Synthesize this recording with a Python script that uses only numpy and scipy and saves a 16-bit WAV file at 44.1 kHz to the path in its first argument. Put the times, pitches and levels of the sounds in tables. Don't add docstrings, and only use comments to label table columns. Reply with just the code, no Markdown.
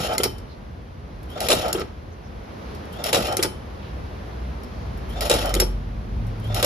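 import sys
import numpy as np
from scipy import signal
from scipy.fft import rfft, irfft, next_fast_len
from scipy.io import wavfile
from scipy.ndimage import uniform_filter1d, map_coordinates

SR = 44100
rng = np.random.default_rng(int(sys.argv[2]) if len(sys.argv) > 2 else 0)


def wav_out(sig):
    wavfile.write(sys.argv[1], SR, np.round(np.clip(np.atleast_2d(sig).T, -1, 1) * 32767).astype(np.int16))


N = 293265

# t/s of the needle bar's blow, run-up length/usual length, lever delay/s, foot delay/s,
# foot level/dB, foot's main ring f/Hz, its high ring level/dB, feed knock level/dB
STITCHES = [(-0.063, 1.7, 0.2435, 0.2963, -21, 4915, -5, -24.5),
            (1.4858, 0.965, 0.2428, 0.31, -45, 5480, 1, -25),
            (3.1288, 1.058, 0.24, 0.2977, -20.5, 5200, -11, -21.5),
            (5.2971, 1.057, 0.2432, 0.3022, -20, 5512, 12, -22.5),
            (6.6271, 0.972, 0.29, 0.24, -19, 5380, 0, -25)]
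# f/Hz, level/dB, t60/s
BAR_MODES = [(1312, -12, .3), (2370, -10, .2), (2760, -7, .12), (3074, -10, .3), (3360, -7, .15),
             (3512, -8, .2), (3798, -2, .1), (4080, -5, .16), (5380, -1, .4), (5510, -8, .25),
             (6234, -13, .15), (7950, -7, .18), (11290, -11, .15), (12241, -14, .2)]
# f/Hz, level/dB
TICK_COLOUR = [(300, -32), (700, -44), (2000, -3.5), (3500, -4), (5300, 2), (7500, -6), (11300, 3),
               (14000, 5.5), (16000, -17)]
# f/Hz, left-right likeness
DIFFUSE = [(60, 0.98), (130, 0.9), (290, 0.76), (640, -0.17), (1410, -0.29), (3100, 0.57), (6820, -0.099),
           (15000, 0.073)]


def needle_bar():
    colour = [(100, -26), (300, -13.5), (600, 12), (1000, 0.5), (1900, -1.5), (2700, 3), (3800, 4.5),
              (4600, 0), (6400, -1.5), (8400, -5), (10000, -6), (13500, -3), (15500, -34)]
    rebounds = [(1.5028, -15, 0.5), (1.5138, -17.5, -1.5), (1.5186, -15.5, -2), (1.528, -20.5, 5),
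                (3.1457, -18, -2.5), (3.1575, -21.5, -6), (3.171, -28, 4), (5.3135, -18.5, -2),
                (5.326, -23, -2), (5.338, -25, 5.5), (6.6445, -16.5, 5)]
    loaded_modes = [(2410, -7, .1), (2756, -4, .11), (3380, -8, .1), (3580, -6, .09), (3800, 0, .13),
                    (3875, -1, .12), (3945, -3, .09), (5400, -6, .12), (7150, -7, .07), (7950, -7, .08),
                    (11250, -8, .07)]
    blows = [(s, -17, 0) for s, *_ in STITCHES]  # t/s, level/dB, hardness/dB
    out = strikes(blows, colour, BAR_MODES,
                  tip_db=2.5, crack_t60=0.029, rattle_db=-14, rattle_t60=0.23, ring_db=-18)
    return out + strikes(rebounds, colour, loaded_modes,
                         tip_db=-7.5, crack_t60=0.017, rattle_db=-14, rattle_t60=0.13, ring_db=-10)


def feed_lever():
    colour = [(300, -26), (1500, 1), (3000, 4), (4200, 9.5), (5500, 6), (6600, 6.5), (8400, 3.5),
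              (11600, 9.5), (14000, 9.5), (16000, -15)]
    modes = [(2080, -6, .035), (4310, -9, .02), (6200, -3, .022), (6310, -2, .025), (6900, -5, .025),
             (9290, -7, .03), (10300, -5, .03), (11550, 0, .035), (13020, -14, .1)]
    snaps = [(s + delay, -15.5, -1.5) for s, _, delay, *_ in STITCHES]  # t/s, level/dB, hardness/dB
    return strikes(snaps, colour, modes,
                   tip_db=-5, crack_t60=0.012, rattle_db=-24.5, rattle_t60=0.19, ring_db=-3.5)


def presser_foot():
    colour = [(200, -0.5), (600, -0.5), (1100, 0), (2200, 1), (3500, 0), (5200, 4.5), (6700, -2.5),
              (8400, -7), (11500, -1), (14000, -2), (15500, -49.5)]
    foot_modes = [(2045, 14.5, 0.078), (3376, 14.5, 0.069), (3614, 0, 0.071), (4046, 4, 0.094),
                  (4750, 10, .1), (5030, 1, .15), (5470, -3, 0.22), (6200, 8, 0.078), (7950, 2, 0.054),
                  (9367, -5, 0.056), (10100, -5, 0.25), (11800, 4, 0.2), (12620, -2, .09),
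                  (13500, 8, 0.063)]
    spring_modes = [(3066, -9.5, .5), (3080, -9.5, .5), (10846, -20, .7)]
    out = np.zeros((2, N))
    for blow, _, _, delay, db, main_hz, high_db, _ in STITCHES:
        landing = blow + delay
        contacts = [(landing, db, 3), (landing + 0.017, db - 13.5, -7)]  # t/s, level/dB, hardness/dB
        modes = foot_modes + spring_modes + [(main_hz, 17, 0.1), (11300, high_db, 0.11)]
        out += strikes(contacts, colour, modes,
                       tip_db=-1.5, crack_t60=0.051, rattle_db=-10, rattle_t60=0.094, ring_db=-1.5)
    return out


def linkage():
    ticks = [(-0.191, -52.5, 4), (0.196, -30.5, -5)]
    stray_ticks = [(0.042, -38, -3.5), (0.382, -44.5, -3.5), (1.23, -50.5, 0), (1.619, -34, -7.5),
                   (1.805, -38, -29), (2.7475, -43.5, -4), (2.853, -53, -4), (3.2683, -26, -7),
                   (4.6338, -46, -6), (4.974, -50, 0), (5.456, -29.5, -2), (6.268, -52.5, 1),
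                   (6.398, -52, 1.5)]
    catches = each_stitch([(-0.0843, -21.5, -7)])
    out = strikes(each_stitch(ticks) + stray_ticks, TICK_COLOUR, BAR_MODES,
                  tip_db=-4, crack_t60=0.019, rattle_db=-10, rattle_t60=0.084, ring_db=-18)
    return out + strikes(catches, TICK_COLOUR, BAR_MODES,
                         tip_db=1, crack_t60=0.015, rattle_db=-14.5, rattle_t60=0.14, ring_db=-21)


def strikes(rows, colour, modes, tip_db, crack_t60, rattle_db, rattle_t60, ring_db):
    contact_s, tip_t60 = 0.00039, 0.013
    tilt = [(4000, -0.45), (10000, 1.0)]
    out, t = np.zeros((2, N)), np.arange(SR // 2) / SR
    for s, db, hardness_db in rows:
        chatter = amp(6.4 * unit(uniform_filter1d(rng.standard_normal(len(t)), size=60)))
        fall = amp(-60 * t / crack_t60) + amp(rattle_db - 60 * t / rattle_t60) * chatter
        hit = fall * close(noise(len(t)), colour) + amp(ring_db) * ring(modes, t)
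        hit = filtered(hit, lambda hz: amp(hardness_db * along(tilt, hz)))
        tip = amp(tip_db - 60 * t / tip_t60) * close(noise(len(t)), TICK_COLOUR)
        add(out, s, amp(db) * (hit + tip) * (1 - np.exp(-t / contact_s)))
    return out


def ring(modes, t, scatter_db=5):
    hz, db, t60 = np.transpose(modes)[:, :, None]
    size = amp(db + scatter_db * rng.standard_normal(hz.shape))
    phase = rng.uniform(0, 2 * np.pi, hz.shape)
    phase = phase + np.array([-1, 1])[:, None, None] * rng.uniform(-np.pi / 5, np.pi / 5, hz.shape)
    partials = size * amp(-60 * t / t60) * np.sin(2 * np.pi * hz * t + phase)
    return partials.sum(axis=1) / np.linalg.norm(size)


def knocks(swell_s, t60, roughness, overtone_db):
    pushes = [(-0.13, -35, 674, -12), (0.001, -27.5, 465, 7), (0.038, -28.5, 499, -13),
              (0.053, -30, 214, 0)]
    punches = [(1.497, -19, 564, 7), (1.509, -20, 606, -4.5), (1.53, -21.5, 702.6, -9.5),
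               (3.14, -18, 542, 8), (3.163, -23, 570, -7), (5.307, -19.5, 530, 9.5),
               (6.639, -22.5, 530, 19)]
    sag = -19.5
    feed = [(s + 0.26, db, 425, sag) for s, *_, db in STITCHES]
    under_foot = [(s + delay + 0.019, -16.5 + 0.33 * db, 449, sag) for s, _, _, delay, db, *_ in STITCHES]
    colour = [(60, -14), (150, -12.5), (400, -3), (700, -10.5), (1200, -18), (4000, -25.5), (12000, -91)]
    out, t = np.zeros((2, N)), np.arange(SR // 4) / SR
    shape = (1 - np.exp(-(t / swell_s) ** 2)) * amp(-60 * t / t60)
    for s, db, hz, glide in each_stitch(pushes) + punches + feed + under_foot:
        thud = close(noise(len(t)), colour)
        phase = 2 * np.pi * np.cumsum(hz * 2 ** (glide * t)) / SR
        tone = np.sin(phase) + amp(overtone_db) * np.sin(2.1 * phase)
        add(out, s, amp(db) * shape / shape.max() * (tone + roughness * thud))
    return out


def sliding(judder_db, grain_db, groan_db, groan_width_hz):
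    scrape_colour = [(150, -22), (700, 8), (950, -12), (1280, -10), (1600, -25), (1870, 6), (2200, -1.5),
                     (3100, 8.5), (4100, 3), (4600, 2), (5400, 1.5), (7200, -4), (9000, -30), (15000, -48)]
    hiss_colour = [(4000, -49), (6500, -19), (8000, -23), (9500, -12.5), (11000, -5), (13800, -8.5),
                   (15500, -41)]
    groan_colour = [(100, 10), (500, -9.5), (850, -0.5), (1100, -14)]
    judder_colour = [(80, -12), (180, -3), (330, 1), (600, 1.5), (950, -7), (1300, 5), (1700, -5.5),
                     (2600, -11), (5000, -58), (12000, -55)]
    scrape_gain, hiss_gain, load, groan_hz = strokes(attack_s=0.0159, release_s=0.035)
    catching_db = 2.6 * wobble(110)
    slips = amp(grain_db * wobble(900) + catching_db)
    scrape = scrape_gain * close(slips * noise(N), scrape_colour)
    hiss = hiss_gain * close(slips * noise(N), hiss_colour)
    groan = close(narrow(groan_hz, groan_width_hz), groan_colour)
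    judder = close(slips * noise(N), judder_colour)
    return scrape + hiss + load * (amp(groan_db) * groan + amp(judder_db) * judder)


def strokes(attack_s, release_s):
    # start t/s and end t/s from the blow, scrape/dB, hiss/dB, groan/dB, groan f/Hz
    cycle = [ (-0.19, -0.154, -56, -60, -45.5, 540), (-0.125, -0.1, -49.5, -63, -36, 640),
             (-0.073, -0.028, -35.5, -41, -29, 613), (0.022, 0.048, -33, -37.5, -24.5, 589),
             (0.073, 0.127, -35.5, -43, -30, 590.8), (0.152, 0.206, -43.5, -53, -26.5, 630),
             (0.244, 0.277, -51, -60, -31.5, 448.2), (0.3, 0.324, -44.5, -80, -28.5, 457.5), ]
    t, gates = np.arange(N) / SR, []
    for begin, end, *_ in cycle:
        corners = [(begin - attack_s, 0), (begin, 1), (end, 1), (end + release_s, 0)]
        gates.append(np.interp(t, *np.transpose(each_stitch(corners))))
    gates, table = np.array(gates) + 1e-6, np.array(cycle)
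    scrape, hiss, groan = np.sqrt(amp(table[:, 2:5].T) ** 2 @ gates ** 2)
    return scrape, hiss, groan, table[:, 5] @ gates / gates.sum(axis=0)


def squeaks():
    squeals = [(-0.165, 0.03, 3270, -50, 1.7, 90), (-0.115, 0.036, 3570, -49.5, -0.1, 75),
               (0.128, 0.013, 2760, -42.5, 0, 130), (0.18, 0.035, 3078, -43, -0.1, 60),
               (0.271, 0.007, 3274, -37, 9, 220.1)]
    colour = [(1000, -24), (2600, 5), (4000, -10), (8000, -29)]
    out, t = np.zeros((2, N)), np.arange(SR // 5) / SR
    middle = t[-1] / 2
    for s, half, hz, db, rise, width_hz in each_stitch(squeals):
        squeal = close(narrow(hz * (1 + rise * (t - middle)), width_hz), colour)
        add(out, s - middle, amp(db) * np.exp(-((t - middle) / half) ** 2) * squeal)
    return out


def iron_frame(x, fittings_db, fittings_t60):
    resonances = [(370, 36, 1.5), (491, 76, 1), (583.6, 6.3, 1.5), (740, 41, -6.5), (807, 39.5, -4.5),
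                  (868, 16.7, 6), (1010, 12, 0), (1227, 17, 1.5), (1402, 31, -8), (1880, 100, -3.5),
                  (2434, 25, -7.5), (2780, 75, -1.5), (3280, 59, -4), (3484, 42, 2), (1310, 20, 3),
                  (3074, 17, 6), (3830, 110, 0), (5375, 45, 3.5), (5510, 40, -4), (7950, 110, 3),
                  (10846, 25, 3), (11260, 70, -1), (4140, 70, -3), (6950, 540, -3), (9220, 260, 4.5),
                  (9280, 320, 7), (12500, 38, -10.5)]
    body = filtered(x, lambda f: 1 + sum(amp(db) * 1j * f * width / (hz * hz - f * f + 1j * f * width)
                                         for hz, width, db in resonances))
    pitches = np.linspace(1500, 14000, num=60) + 70 * rng.standard_normal(60)
    fittings = ring([(hz, 0, fittings_t60) for hz in pitches], np.arange(SR // 4) / SR)
    shaken = signal.fftconvolve(x, fittings / np.linalg.norm(fittings[0]), axes=1)[:, :N]
    return body + amp(fittings_db) * shaken


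def bench(swell_s):
    thumps = [(0.043, -27.5), (0.32, -32.5)]
    colour = [(40, -4.5), (70, -3.5), (170, 2), (240, -3.5), (400, -7), (1000, -81)]
    out, t = np.zeros((2, N)), np.arange(SR // 4) / SR
    for s, db in each_stitch(thumps):
        boom = close(noise(len(t)), colour)
        add(out, s, amp(db) * t / swell_s * np.exp(1 - t / swell_s) * boom)
    return out


def off_centre(x):
    lean = [(270, -0.5), (450, 0.5), (740, 1.5), (1220, -4.5), (2010, 4.5), (3330, 1.5), (5500, 1),
            (9000, -0.5), (13000, 0)]
    lag = [(60, 0.5), (250, 0), (450, 0.47), (740, 1.31), (1050, 2), (1450, 1.5), (1950, 0.5), (2500, -0.2),
           (3100, -1.65), (4600, -1.1), (5700, 1.65), (7600, 0.5), (9650, 4.5), (10700, 7), (13100, 8),
           (15000, 10)]
    half = np.array([[.5], [-.5]])
    return filtered(x, lambda hz: amp(half * along(lean, hz)) * np.exp(-1j * half * along(lag, hz)))


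def hand():
    rubs = [(0.518, 0.035, 4170, 20, -54), (2.13, 0.02, 6100, 29, -63), (2.26, 0.022, 5560, 29, -60),
            (2.69, 0.06, 4500, 12, -59), (3.862, 0.069, 3000, 6, -51), (4.8, 0.1, 4300, 8, -58)]
    t, out = np.arange(N) / SR, np.zeros((2, N))
    for s, half, hz, fall_db, db in rubs:
        band = [(hz / 4, -4 * fall_db), (hz / np.sqrt(2), -fall_db), (hz, 0),
                (hz * np.sqrt(2), -fall_db), (hz * 2, -3 * fall_db), (hz * 4, -120)]
        out += amp(db) * np.exp(-((t - s) / half) ** 2) * spread(noise(N), band, DIFFUSE)
    return out


def workshop(x):
    decay = [(150, 0.41), (1000, 0.41), (4000, 0.3), (12000, 0.22)]
    hz, t, spectrum = signal.stft(noise(SR // 2), SR, nperseg=256)
    tail = signal.istft(spectrum * amp(-60 * t / along(decay, hz)[:, None]), SR, nperseg=256)[1]
    late = np.pad(x, ((0, 0), (SR // 200, 0)))
    return signal.fftconvolve(late, tail / np.linalg.norm(tail[0]), axes=1)[:, :N]


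def engine():
    firing = [(4.4, 62.13, -35), (5.0, 53.5, -43), (5.25, 49.94, -32), (5.62, 46.53, -25.5),
              (6.1, 44.27, -34), (6.65, 42.6, -38)]
    orders = [(1, 3.5), (2, -11.5), (3, -17), (5, -16.5)]
    drone = [(6.08, 109.6, -34), (6.5, 108.9, -26), (6.65, 106.4, -30.5)]
    return exhaust(firing, orders, unsteady_db=1.5) + exhaust(drone, [(1, 0.5), (2, -21)], unsteady_db=3.5)


def exhaust(rows, orders, unsteady_db, fade_s=0.17):
    t = np.arange(N) / SR
    hz, db = curves(rows)
    phase = 2 * np.pi * np.cumsum(hz * (1 + 0.0086 * wobble(9))) / SR
    gate = np.clip(1 + np.minimum(t - rows[0][0], rows[-1][0] - t) / fade_s, 0, 1)
    return gate * sum(amp(db + level + unsteady_db * wobble(7.8)) * np.sin(k * phase)
                      for k, level in orders)


def traffic(rumble_sway_db, wash_sway_db):
    levels = [(0, -38, -43), (2.2, -38.5, -42.5), (3.9, -35.5, -40), (6.65, -30.5, -38)]  # t/s, rumble level/dB, wash level/dB
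    rumble_colour = [(12, -77.5), (20, -75), (29, -24.5), (40, -5.5), (59, 1), (113, -6.5), (172, -13.5),
                     (226, -12.5), (268, -20.5), (300, -20.5), (390, -48), (660, -120)]
    wash_colour = [(120, -13.5), (200, -4.5), (260, -9), (400, -7.5), (600, -9), (1200, -15.5),
                   (1550, -18.5), (1750, -20), (3000, -27), (4350, -30), (6000, -34.5), (8300, -52.5),
                   (10500, -39.5), (13800, -48.5), (15500, -79)]
    rumble_db, wash_db = curves(levels)
    rumble = amp(rumble_db + rumble_sway_db * wobble(9)) * spread(noise(N), rumble_colour, DIFFUSE)
    wash = amp(wash_db + wash_sway_db * wobble(2.52)) * spread(noise(N), wash_colour, DIFFUSE)
    return rumble + wash


def each_stitch(rows):
    return [(s + after * (run_up if after < 0 else 1), *rest)
            for s, run_up, *_ in STITCHES for after, *rest in rows]


def close(pair, colour):
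    likeness = [(60, 1), (200, 0.95), (450, 0.88), (740, 0.9), (1300, 0.6), (2400, 0.62), (4400, 0.26),
                (8000, 1), (13000, 1)]
    return spread(pair, colour, likeness)


def spread(pair, colour, likeness):
    def response(hz):
        angle = np.arccos(np.clip(along(likeness, hz), -1, 1)) / 2
        return amp(along(colour, hz)) * [np.cos(angle), np.sin(angle)]
    mid, side = filtered(pair, response)
    return unit(np.array([mid + side, mid - side]))


def narrow(centre_hz, width_hz):
    band = filtered(rng.standard_normal((2, 2, len(centre_hz))), lambda hz: 1 / (1 + (hz / width_hz) ** 2))
    phase = 2 * np.pi * np.cumsum(centre_hz) / SR
    return band[0] * np.cos(phase) + band[1] * np.sin(phase)


def noise(n):
    return rng.standard_normal((2, n))


def wobble(rate):
    return map_coordinates(rng.standard_normal(int(N * rate / SR) + 4), [np.arange(N) * rate / SR])


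def amp(db):
    return 10 ** (np.asarray(db) / 20)


def unit(x):
    return x / np.sqrt(np.mean(x ** 2) + 1e-20)


def along(points, hz):
    f, values = np.transpose(points)
    return np.interp(np.log(hz + 1), np.log(f + 1), values)


def curves(rows):
    s, *columns = np.transpose(rows)
    return [np.interp(np.arange(N) / SR, s, column) for column in columns]


def filtered(x, response):
    n = x.shape[-1]
    size = next_fast_len(n + SR // 4)
    return irfft(rfft(x, size) * response(np.fft.rfftfreq(size, 1 / SR)), size)[..., :n]


def add(track, s, sound):
    start = round(s * SR)
    sound = sound[..., max(-start, 0):]
    part = track[:, max(start, 0):][:, :sound.shape[-1]]
    part += sound[..., :part.shape[-1]]


def scene():
    parts = linkage() + needle_bar() + feed_lever() + presser_foot()
    parts += knocks(swell_s=0.0047, t60=0.043, roughness=0.53, overtone_db=-13)
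    parts += sliding(judder_db=-9, grain_db=1, groan_db=-5, groan_width_hz=125)
    parts += squeaks()
    machine = off_centre(iron_frame(parts, fittings_db=-5, fittings_t60=0.017) + bench(swell_s=0.017))
    indoors = machine + amp(-13) * workshop(machine) + hand()
    return indoors + traffic(rumble_sway_db=1.96 * -1, wash_sway_db=2.5) + engine()


def record(dry):
    bass_cut, top_hz = [(20, -14), (31, -12), (40, 0)], 16300
    return filtered(dry, lambda hz: (hz < top_hz) * amp(along(bass_cut, hz)))


dry = scene()
out = record(dry)
wav_out(out)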